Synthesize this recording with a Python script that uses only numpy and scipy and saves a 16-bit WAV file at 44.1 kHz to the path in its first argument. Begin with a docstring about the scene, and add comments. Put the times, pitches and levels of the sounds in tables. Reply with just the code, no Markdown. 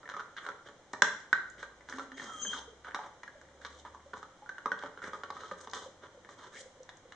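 """A small dog noses and paws a wooden treat puzzle on the tiled floor of a live room.
From the start there is quiet room noise (shaped hiss) and a far motor (a sine) that slowly speeds up.
Discs knock on the board (fading sines), scrape in their grooves and snap on the rim (shaped noise).
From about 1.9 s one long push makes a disc groan, then squeal and creak (tones with uneven pitch).
From about 2.7 s soft bumps of the nose (short low sines) join the knocks and scrapes."""
import sys
import numpy as np
from scipy import signal
from scipy.fft import rfft, irfft
from scipy.io import wavfile

SR = 44100
rng = np.random.default_rng(int(sys.argv[2]) if len(sys.argv) > 2 else 0)


def digitize_waveform(pressure):
    """Quantize a signal to 16-bit integers and store it at the path in sys.argv[1].

    Rows of a 2-D input are taken as channels; values are limited to [-1, 1].
    """
    field = np.atleast_2d(pressure).T
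    bounded = np.clip(field, -1, 1)
    quanta = np.round(bounded * 32767).astype(np.int16)
    wavfile.write(sys.argv[1], SR, quanta)


N = 315315
TIME = np.arange(N) / SR

# discs knock on the board:
# (time [s], level [dB], disc pitch [Hz], relative thud level [dB], time for the disc to fade by 60 dB [s])
KNOCK_EVENTS = [(0.031, -38, 1350, -6.5, 0.03), (0.056, -37.5, 1820, -4, 0.039),
                (.098, -28, 1580, -22, 0.0089), (0.09, -28, 1600, -28, 0.008),
                (0.139, -29, 1326, -10.5, 0.03), (0.166, -27.5, 1233, -16, 0.023),
                (0.195, -26.5, 1407, -16, 0.028), (.201, -27, 1300, -12.5, 0.014),
                (.451, -35, 1470, -12, 0.019), (0.366, -31.5, 1570, -33, 0.0073),
                (0.4646, -24.5, 1416, -11, 0.017), (.488, -23, 1365, -7, 0.026),
                (0.687, -37, 1480, -2.5, 0.0072), (0.935, -24, 900, -4.5, 0.009),
                (1.021, -1, 1577, -17, 0.011), (1.329, -7, 1520, -30, 0.026),
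                (1.629, -27, 1543, -10.5, 0.019), (1.808, -43.5, 2010, -24, 0.02),
                (1.888, -30, 1560, -29, 0.006), (1.897, -33, 1500, -16, 0.0084),
                (1.925, -27.5, 1730, -11, 0.014), (1.936, -31, 1700, -12, 0.012),
                (1.984, -28.5, 1030, -3, 0.0048), (1.995, -25.5, 1373, -7, 0.021),
                (2.118, -33, 1780, -22, 0.011), (2.197, -27.5, 1840, -9, 0.017),
                (2.218, -29.5, 1410, -11, 0.0098), (2.45, -30.5, 1630, -3.5, 0.019),
                (2.532, -24.5, 1500, -16, 0.029), (2.847, -34, 1500, -13, 0.018),
                (2.869, -35, 1350, -26, 0.02), (2.883, -31.5, 1448, -10, 0.04),
                (2.946, -20, 1180, -13.5, 0.0051), (2.99, -29, 856, -23, 0.047),
                (3.233, -30, 1890, -22, 0.012), (3.278, -33.5, 1660, -25, 0.026),
                (3.414, -40.5, 1650, -8, 0.018), (3.451, -50, 1880, -14, 0.015),
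                (3.649, -26, 1560, -13.5, 0.0048), (3.663, -35.5, 1500, -16, 0.0088),
                (3.85, -33.5, 970, -8, 0.024), (3.947, -36.5, 1010, -14, 0.02),
                (4.134, -29, 1432, -1.5, 0.026), (4.138, -32, 1047, -6, 0.014),
                (4.422, -43.5, 854, -19, 0.067), (4.17, -35.5, 920, -20, 0.015),
                (4.229, -30.5, 1300, -10.5, 0.019), (4.461, -39.5, 1436, -25, 0.032),
                (4.492, -26.5, 1560, -15, 0.022), (4.582, -29, 1476, -14.5, 0.02),
                (4.658, -17.5, 1200, -8, 0.02), (4.7176, -16.5, 1490, -10, 0.029),
                (4.816, -37, 1510, -24.5, 0.018), (4.825, -30, 1570, -15, 0.016),
                (4.836, -27.5, 960, 0, 0.012), (4.86, -30, 1386, -3, 0.031),
                (4.975, -33, 1400, -3.5, 0.027), (4.992, -42, 1440, -16, 0.021),
                (5.019, -32.5, 1410, -13, 0.028), (5.039, -28, 1640, -3, 0.01),
                (5.074, -33.5, 1450, -1, 0.027), (5.133, -27.5, 1230, -10, 0.015),
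                (5.146, -35, 1190, 0, .018), (5.235, -24, 1400, -7.5, 0.015),
                (5.303, -26.5, 980, -9, 0.0083), (5.367, -32.5, 1240, -16, 0.021),
                (5.406, -37.5, 1570, -7, .014), (5.435, -32, 1290, -6, 0.022),
                (5.513, -26, 1240, -6, 0.027), (5.673, -31.5, 980, -7, 0.0098),
                (5.734, -24, 1410, -16, 0.0027), (5.767, -30.5, 1240, -3.5, 0.019),
                (6.248, -40.5, 1800, -1, 0.012), (6.29, -37.5, 1060, -4, 0.0082),
                (6.891, -31, 1710, -39, 0.0035), (7.122, -34, 1800, -24, 0.0035)]
MIDDLING_THUD_DB = -14   # thud column of a middling knock
SHORTEST_RING_S = 0.004


def from_db(db):
    """Turn decibels into a gain."""
    return 10 ** (np.asarray(db) / 20)


def rms_one(x):
    """Scale a sound to an rms (average strength) of 1."""
    return x / np.sqrt(np.mean(x ** 2) + 1e-20)


def at_hz(points, hz):
    """Read a table between its points, along a logarithmic frequency axis."""
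    f, value = np.transpose(points)
    return np.interp(np.log(hz + 1), np.log(f), value)


def in_time(rows):
    """Read every column of a time table at each sample."""
    s, *columns = np.transpose(rows)
    return [np.interp(TIME, s, column) for column in columns]


def add(track, s, sound):
    """Mix a sound into a track at time s."""
    start = max(int(s * SR), 0)
    track[start:start + len(sound)] += sound[:N - start]


def drift(rate):
    """Smooth random wandering with a spread of about 1 and `rate` new values per second."""
    knots = rng.standard_normal(N // 40)
    return 1.2 * np.interp(TIME * rate, np.arange(len(knots)), knots)


def colour(x, spectrum):
    """Shape how strong each frequency is, then scale to rms 1."""
    hz = np.fft.rfftfreq(x.shape[-1], 1 / SR)
    shaped = irfft(rfft(x) * from_db(at_hz(spectrum, hz)), x.shape[-1])
    return rms_one(shaped)


def resonate(x, hz, width_hz):
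    """Let one frequency ring, with gain 1 at its centre."""
    r = np.exp(-np.pi * width_hz / SR)
    feed = np.array([1, 0, -1]) * (1 - r * r) / 2
    feedback = [1, -2 * r * np.cos(2 * np.pi * hz / SR), r * r]
    return signal.lfilter(feed, feedback, x + 1e-18)


def glide(x, start_hz, end_hz, width_hz, size=128):
    """A resonance whose centre moves through the sound in small, even steps."""
    r = np.exp(-np.pi * width_hz / SR)
    state, out = np.zeros(2), np.zeros(len(x))
    for i in range(0, len(x), size):
        w = 2 * np.pi * (start_hz + (end_hz - start_hz) * i / len(x)) / SR
        feedback = [1, -2 * r * np.cos(w), r * r]
        out[i:i + size], state = signal.lfilter([1, 0, -1], feedback, x[i:i + size], zi=state)
    return out


def diffuse(size):
    """Stereo noise with all pitches equally strong, alike in the bass and mostly unrelated in the treble."""
    # likeness of left and right: (frequency [Hz], correlation [0 to 1])
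    likeness = [(60, 0.92), (600, 0.92), (1300, 0.78), (2000, 0.29), (4000, 0.2), (8000, 0.071)]
    mid, side = rfft(rng.standard_normal((2, size)))
    alike = np.clip(at_hz(likeness, np.fft.rfftfreq(size, 1 / SR)), 0, .995)
    return irfft(np.sqrt(1 + alike) * mid + np.sqrt(1 - alike) * side * [[1], [-1]], size)


def grains(per_s, spread_db):
    """Tiny impacts at random times; a larger spread makes their sizes more uneven."""
    sizes = from_db(spread_db * np.minimum(rng.exponential(1, N), 4)) * rng.choice([-1, 1], N)
    return rms_one(sizes * (rng.random(N) < per_s / SR))


def stick_slip(hz, gains, jitter, flutter_db, jitter_rate):
    """A friction tone: surfaces stick and slip unevenly; each harmonic has its own gain."""
    phase = 2 * np.pi * np.cumsum(hz * (1 + jitter * drift(jitter_rate))) / SR
    tone = sum(gain * np.sin((k + 1) * phase) for k, gain in enumerate(gains))
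    return tone * from_db(flutter_db * drift(jitter_rate))


def swell(peak_s, peak_db, rise_db_per_s, fall_db_per_s):
    """A gain that grows to its peak and dies away again."""
    rise = (peak_s - TIME) * abs(rise_db_per_s)
    fall = (TIME - peak_s) * abs(fall_db_per_s)
    return from_db(peak_db - np.maximum(rise, fall))


def background(air_db=-60.5, start_hz=44.3, top_hz=172, spin_up_s=15):
    """Room noise, and a far motor whose pitch climbs towards a top speed as its hum swells and fades."""
    # shape of the room noise: (frequency [Hz], relative level [dB per Hz])
    air = [(20, -7), (32, -3), (48, -8.5), (100, -1.5), (150, -2), (220, -4.5), (330, 0), (500, -6.5),
           (750, -3), (1700, -7.5), (2400, -7.5), (3500, -14), (6500, -14), (9500, -31.5)]
    # loudness of the motor hum: (time [s], level [dB])
    hum_level = [(0, -84), (1.1, -86), (1.6, -69.5), (2.2, -75), (2.65, -63.5), (3.15, -79.5), (3.75, -63),
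                 (4.1, -67.5), (4.5, -85.5), (5.2, -69.5), (6.4, -74), (7.15, -80)]
    hz = top_hz - (top_hz - start_hz) * np.exp(-TIME / spin_up_s)
    level_db, = in_time(hum_level)
    hum = np.sqrt(2) * from_db(level_db) * np.sin(2 * np.pi * np.cumsum(hz) / SR)
    return hum + from_db(air_db) * colour(diffuse(N), air)


def nosing(bump_db=-2.5, swell_s=0.005, hollow_db=-68, hollow_hz=520, hollow_width_hz=70,
           patter_db=-68, patter_hz=1550, busy_s=0.028):
    """Soft nudges sound the board's hollow; tiny ticks of teeth and claws scatter after the blows."""
    # soft bumps of the nose on the hollow board: (time [s], level before bump_db [dB], pitch [Hz])
    bumps = [(2.678, -41, 469), (3.353, -47, 601), (4.06, -46.5, 550), (5.515, -37, 526), (5.86, -40, 525),
             (6.144, -48.5, 549), (6.174, -46.5, 495), (6.657, -44.5, 504), (6.803, -41.5, 510),
             (6.605, -44.5, 525), (7.052, -46.5, 497)]
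    t, out = TIME[:SR // 8], np.zeros(N)
    for s, level_db, hz in bumps:
        envelope = t / swell_s * np.exp(1 - t / swell_s)
        add(out, s, from_db(level_db + bump_db) * envelope * np.sin(2 * np.pi * hz * t))
    nudges = resonate(grains(per_s=83, spread_db=0.0), hollow_hz, hollow_width_hz)
    hollow = rms_one(resonate(nudges, hollow_hz, 3 * hollow_width_hz))
    # the ticks are strongest just after a knock and then fade
    coarse = TIME[::SR // 100]
    since = coarse[:, None] - np.array(KNOCK_EVENTS)[:, 0]
    busy = ((since > coarse[1]) * np.exp(-np.abs(since) / busy_s)).sum(1)
    touches = grains(per_s=200, spread_db=10.0) * np.interp(TIME, coarse, np.minimum(busy, 1))
    patter = rms_one(resonate(resonate(touches, patter_hz, width_hz=1100), patter_hz, width_hz=720))
    return out + from_db(hollow_db) * hollow + from_db(patter_db) * patter


def rattle(level_db, chatter_db=-12.0, firm_db=-18, chatter_s=.013, count=3):
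    """A blow is one contact and a few rebounds; the firmest blows rebound less."""
    contacts = np.zeros(SR // 20)
    contacts[0] = 1
    at = np.minimum(rng.uniform(0.2004, 1, count) * chatter_s * SR, len(contacts) - 1).astype(int)
    contacts[at] += from_db(chatter_db - max(level_db - firm_db, 0)) * rng.choice([-1, 1], count)
    return contacts


def crack_level(disc_t60, reference_db=-24, reference_t60_s=0.017, fall_db=3):
    """A firmly pinned disc cracks dryly, a loose one rings: the crack drops as the ring time doubles."""
    return reference_db - fall_db * np.log2(max(disc_t60, SHORTEST_RING_S) / reference_t60_s)


def knocks(disc_db=14.5, ring_db=-2.5, thud_db=-16.0, crack_s=0.0028, crack_rise_s=0.0003,
           vary_db=2.0, detune=0.031, coupling=.3, thud_top_hz=900):
    """Each blow rings the disc and the board at their own pitches (modes), with a crack of contact."""
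    # modes of a disc: (ratio to its pitch, relative level [dB])
    disc_modes = [(0.875, -11), (1.002, 4.5), (1.085, -6), (1.21, -11.5)]
    # modes of the board: (frequency [Hz], relative level [dB], time to fade by 60 dB [s])
    board_modes = [(156, -14, 0.091), (203, -6.5, 0.082), (281, -9, 0.095), (439, 5.5, 0.04),
                   (509, -5, 0.066), (587, -3, 0.1), (862, -5, 0.074), (1040, 1.5, 0.03),
                   (1166, 4.5, 0.031), (1502, 8.5, 0.017), (1720, -11.5, 0.021), (1755, 8, 0.016),
                   (2030, 3.5, 0.0089)]
    # the crack of a hard contact: (frequency [Hz], relative level [dB per Hz])
    crack_spectrum = [(1700, -1), (2400, 3.5), (3300, -0.5), (4000, 0.5), (5100, -3.5), (6400, -6),
                      (7200, -11.5), (8000, -23), (9500, -28)]
    t, out = TIME[:SR // 8], np.zeros(N)
    attack = slice(0, SR // 180)
    hz, mode_db, t60 = np.transpose(board_modes)[:, :, None]
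    low = hz[:, 0] < thud_top_hz
    for s, level_db, disc_hz, low_db, disc_t60 in KNOCK_EVENTS:
        strength, load, spot = rng.standard_normal((3, len(board_modes), 1))
        # the paw's load shifts the modes, and the signs of the low ones depend on the spot that is hit
        loaded_hz = hz * (1 + detune * load)
        fading = from_db(mode_db + vary_db * strength - 60 * t / t60)
        struck = fading * np.sin(2 * np.pi * loaded_hz * t)
        partials = sum(from_db(db + vary_db * rng.standard_normal()) * np.sin(2 * np.pi * ratio * disc_hz * t)
                       for ratio, db in disc_modes)
        disc = from_db(disc_db - 60 * t / max(disc_t60, SHORTEST_RING_S)) * partials
        # the board's upper modes ring louder when the knock's thud is heavier
        board = from_db(coupling * (low_db - MIDDLING_THUD_DB)) * struck[~low].sum(0)
        ring = (disc + board) * (1 - np.exp(-t / 0.00093))
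        thud = (struck * np.sign(spot))[low].sum(0) * (1 - np.exp(-t / 0.0015))
        crack = colour(rng.standard_normal(len(t)), crack_spectrum)
        crack = crack * np.exp(-t / crack_s) * (1 - np.exp(-t / crack_rise_s))
        blow = (from_db(ring_db) * ring / np.abs(ring).max()
                + from_db(thud_db + low_db) * thud / thud[attack].std()
                + from_db(crack_level(disc_t60)) * crack / crack[attack].std())
        add(out, s, from_db(level_db) * signal.fftconvolve(blow, rattle(level_db)))
    return out


def weight(s):
    """The weight on the board at time s, read from the thud column of the knocks around it."""
    times, _, _, thud_db, _ = np.transpose(KNOCK_EVENTS)
    return np.interp(s, times, thud_db)


def scrapes(rasp_width_hz=650, rough_db=3.5, rough_share=0.13, hiss_rough_db=2.5, edge_s=0.015,
            swell_share=0.12, middling_rasp_db=-50.5, middling_rumble_db=-59, force_share=0.44,
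            weight_share=0.36):
    """Sliding is a dense run of slips that sounds the disc, the board below it and a hiss above."""
    # discs sliding, muzzle rubbing: (time [s], length [s], rasp level [dB], rasp pitch at start [Hz],
    # rasp pitch at end [Hz], hiss level [dB], hiss tilt [dB per octave])
    strokes = [(0.091, .14, -52, 1580, 890, -70.5, 1), (0.364, 0.039, -44, 1730, 1170, -47, -17),
               (0.397, 0.1, -53, 1580, 560, -68, 10), (0.652, 0.034, -54, 1400, 1400, -59.5, -6),
               (1.577, 0.078, -51, 1680, 1230, -59, 0), (1.866, 0.18, -56, 1650, 750, -61.5, 4),
               (2.159, 0.095, -50, 1970, 1400, -56.5, 3), (2.229, 0.085, -53, 1150, 760, -58.5, 5),
               (2.312, 0.22, -59.5, 1800, 820, -57, 14), (2.505, 0.097, -47.5, 1450, 740, -49.5, -1),
               (2.84, 0.058, -48, 1500, 680, -64.5, -12), (2.945, 0.025, -34, 1190, 880, -54.5, 1),
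               (2.97, 0.11, -50.5, 1000, 690, -68, 2.5), (3.605, 0.07, -55.5, 1490, 1540, -61.5, -1),
               (3.666, 0.16, -69, 1300, 910, -64, 2), (3.846, 0.045, -51.5, 1040, 1030, -70, -1),
               (4.152, .05, -64, 1350, 1100, -63.5, 4), (4.773, 0.11, -60, 1540, 1200, -65, -3),
               (5.017, 0.075, -46, 1690, 1130, -59, 6.5), (5.12, 0.089, -55, 1280, 930, -66.5, 4),
               (5.326, 0.22, -57.5, 1270, 1050, -60.5, -1.5), (5.564, 0.098, -57.5, 1400, 1100, -61.5, 8),
               (5.725, 0.081, -51, 1300, 1100, -50, 1.5), (5.795, 0.089, -58, 1190, 720, -58.5, 2),
               (6.014, 0.064, -54, 1390, 960, -65.5, -7), (6.288, 0.062, -60, 1100, 1800, -63.5, 4),
               (6.369, 0.12, -54.5, 1040, 1100, -62, -1.5), (6.517, 0.084, -51.5, 1200, 2560, -59, 6.5),
               (6.574, 0.051, -60.5, 1800, 1800, -52.5, 9)]
    # shapes of the hiss and the rumble of rubbing: (frequency [Hz], relative level [dB per Hz])
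    hiss_spectrum = [(1800, -37.5), (3000, 9), (3700, 9), (5000, 6), (6500, 5), (7600, -2.5), (9500, -17.5)]
    rumble_spectrum = [(40, 2), (120, 6.5), (210, 2.5), (330, 8), (520, 13.5), (800, 1), (1300, -33)]
    catching = drift(110)   # the surfaces grip and let go unevenly
    slips = grains(per_s=3200, spread_db=1.0)
    rumble = colour(slips * from_db(rough_db * catching), rumble_spectrum)
    grit = grains(per_s=4900, spread_db=3.5) * from_db(hiss_rough_db * catching)
    out = np.zeros(N)
    for s, length, rasp_db, start_hz, end_hz, hiss_db, tilt_db in strokes:
        extra_force_db = rasp_db - middling_rasp_db
        extra_weight_db = weight(s + length / 2) - MIDDLING_THUD_DB
        rumble_db = middling_rumble_db + force_share * extra_force_db + weight_share * extra_weight_db
        span = (TIME >= s) & (TIME < s + max(length, .01))
        t = TIME[span] - s
        fade = np.minimum(t / (edge_s + swell_share * length), (t[-1] - t) / edge_s)
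        press = np.sin(np.pi / 2 * np.clip(fade, 0, 1))
        grip_db = max(rough_db + rough_share * extra_force_db, 0)   # light strokes glide, hard ones catch
        rasp = glide(slips[span] * from_db(grip_db * catching[span]), start_hz, end_hz, rasp_width_hz)
        rasp = glide(rasp, start_hz, end_hz, 2 * rasp_width_hz)
        hiss = colour(grit[span], [(hz, db + tilt_db * np.log2(hz)) for hz, db in hiss_spectrum])
        stroke = (from_db(rasp_db) * rms_one(rasp)
                  + from_db(rumble_db) * rms_one(rumble[span])
                  + from_db(hiss_db) * hiss)
        add(out, s, press * stroke)
    return out


def ticks(gain_db=-0.5, width_hz=3200, decay_s=0.0026, rise_s=0.00014, top_hz=7000):
    """A hard point meets the rim: a short burst of noise makes a bright snap without a long ring."""
    # claws, teeth and disc edges snap on the rim:
    # (time [s], level before gain_db [dB], brightness [Hz])
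    snaps = [(.097, -45, 4500), (0.368, -45.5, 3500), (.932, -30.5, 5700), (1.0207, -13, 5200),
             (1.202, -44.5, 4350), (1.499, -39, 7300), (1.627, -43, 6750), (1.897, -35.5, 5500),
             (1.971, -44, 5000), (1.986, -42, 5050), (2.172, -45, 3770), (2.241, -35.5, 5100),
             (3.413, -47.5, 5900), (3.665, -40.5, 3370), (4.177, -47.5, 4900), (4.79, -37, 3200),
             (5.407, -42.5, 3400), (5.479, -51, 5900), (5.611, -36.5, 6260), (5.698, -38, 4460),
             (5.712, -39, 5000), (5.734, -30.5, 5300), (5.749, -33, 6200), (6.308, -47, 6400),
             (6.831, -43.5, 5540), (6.97, -46, 6100)]
    t, out = TIME[:SR // 30], np.zeros(N)
    for s, level_db, hz in snaps:
        snap = rng.standard_normal(len(t)) * np.exp(-t / decay_s) * (1 - np.exp(-t / rise_s))
        snap = resonate(resonate(snap, hz, width_hz), hz, 2 * width_hz)
        add(out, s, from_db(level_db + gain_db) * snap / np.abs(snap).max())
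    return signal.sosfilt(signal.butter(6, top_hz, fs=SR, output="sos"), out)


def groans():
    """The board groans: a low friction tone that bends with the pressure of the push."""
    # the course of the groan: (time [s], pitch [Hz], level [dB])
    groan_course = [(1.92, 258, -77), (1.95, 265.7, -53), (2.21, 266.7, -61), (2.28, 208, -60),
                    (2.4, 292.2, -67), (2.455, 210, -53), (2.51, 200, -59), (2.57, 295, -62.5),
                    (2.62, 300, -83)]
    hz, level_db = in_time(groan_course)
    tone = stick_slip(hz, [from_db(level_db)], jitter=.035, flutter_db=4, jitter_rate=90)
    return tone * (TIME > groan_course[0][0]) * (TIME < groan_course[-1][0])


def squeal(shrill_hz=6680, shrill_db=-12.0):
    """The pushed disc squeals; at the height of the push a rough second tone joins its octave."""
    # pitch wavers, and the octave breaks out where the pressure peaks:
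    # (time [s], pitch [Hz], level [dB], octave level [dB])
    squeal_course = [(2.14, 3216, -63.5, -64), (2.33, 3200, -56, -63), (2.37, 3200, -54.5, -61),
                     (2.402, 3200, -44.5, -47.5), (2.436, 3150, -52, -36.5), (2.482, 3172, -37.5, -43),
                     (2.522, 3190, -41, -69), (2.572, 3210, -60, -59), (2.6, 3270, -75, -85)]
    hz, level_db, octave_db = in_time(squeal_course)
    tone = stick_slip(hz, [from_db(level_db), from_db(octave_db)], jitter=.006, flutter_db=3, jitter_rate=420)
    shrill_gain = from_db(octave_db + shrill_db)
    shrill = stick_slip(shrill_hz, [shrill_gain], jitter=0.013, flutter_db=5.5, jitter_rate=600)
    return (tone + shrill) * (TIME > squeal_course[0][0]) * (TIME < squeal_course[-1][0])


def creak(peak_s=2.308, peak_hz=1333, sag_hz_per_s=1200):
    """A short, rough friction tone that slides down in pitch as the disc starts to give."""
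    hz = peak_hz - sag_hz_per_s * (TIME - peak_s)
    gain = swell(peak_s, peak_db=-44.5, rise_db_per_s=326, fall_db_per_s=110)
    return stick_slip(hz, [gain], jitter=0.0214, flutter_db=3.5, jitter_rate=860)


def room(x, t60=0.47, wet_db=-4.0, build_s=0.00074, pan_db=-0.5, spread_db=-5.5, spread_hz=2400,
         spread_s=0.00064):
    """Direct sound, a few near reflections and the spread-out, fading echo of a tiled room."""
    # near surfaces: (delay [s], level [dB])
    echoes = [(.0032, -17.5), (0.023, -20)]
    t = TIME[:SR]
    tail = diffuse(SR) * from_db(-60 * t / t60) * (1 - np.exp(-t / build_s))
    near = np.zeros(SR)
    near[0] = 1
    for delay, level_db in echoes:
        near[int(delay * SR)] += from_db(level_db)
    # short waves scatter and reach the left and right microphones differently
    treble = signal.butter(2, spread_hz, "high", fs=SR, output="sos")
    scattered = signal.sosfilt(treble, np.roll(near, int(spread_s * SR)))
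    direct = near * from_db([[pan_db], [-pan_db]]) + from_db(spread_db) * scattered * [[1], [-1]]
    response = direct + from_db(wet_db) * rms_one(tail) / np.sqrt(SR)
    return signal.fftconvolve(x[None], response, axes=1)[:, :N]


def scene(bass_hz=130):
    """The puzzle in its room; so small a board gives out little bass."""
    puzzle = nosing() + knocks() + scrapes() + ticks() + groans() + squeal() + creak()
    less_bass = signal.butter(2, bass_hz, "high", fs=SR, output="sos")
    return room(signal.sosfilt(less_bass, puzzle)) + background()


def record(dry, cutoff_hz=9800):
    """The small microphone weakens some narrow bands, lifts one a little, and the top is cut."""
    # bands of the microphone: (centre [Hz], width [Hz], change [dB], negative for a dip)
    mic_bands = [(2516, 960, -15.5), (2654, 160, -9), (3254, 410, 3.5), (4590, 710, -20.5),
                 (5416, 265, -19.5)]
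    for hz, width_hz, change_db in mic_bands:
        dry = dry - (1 - from_db(change_db)) * resonate(dry, hz, width_hz)
    return signal.sosfilt(signal.ellip(10, .2, 70, cutoff_hz, fs=SR, output="sos"), dry)


dry = scene()
out = record(dry)
digitize_waveform(out)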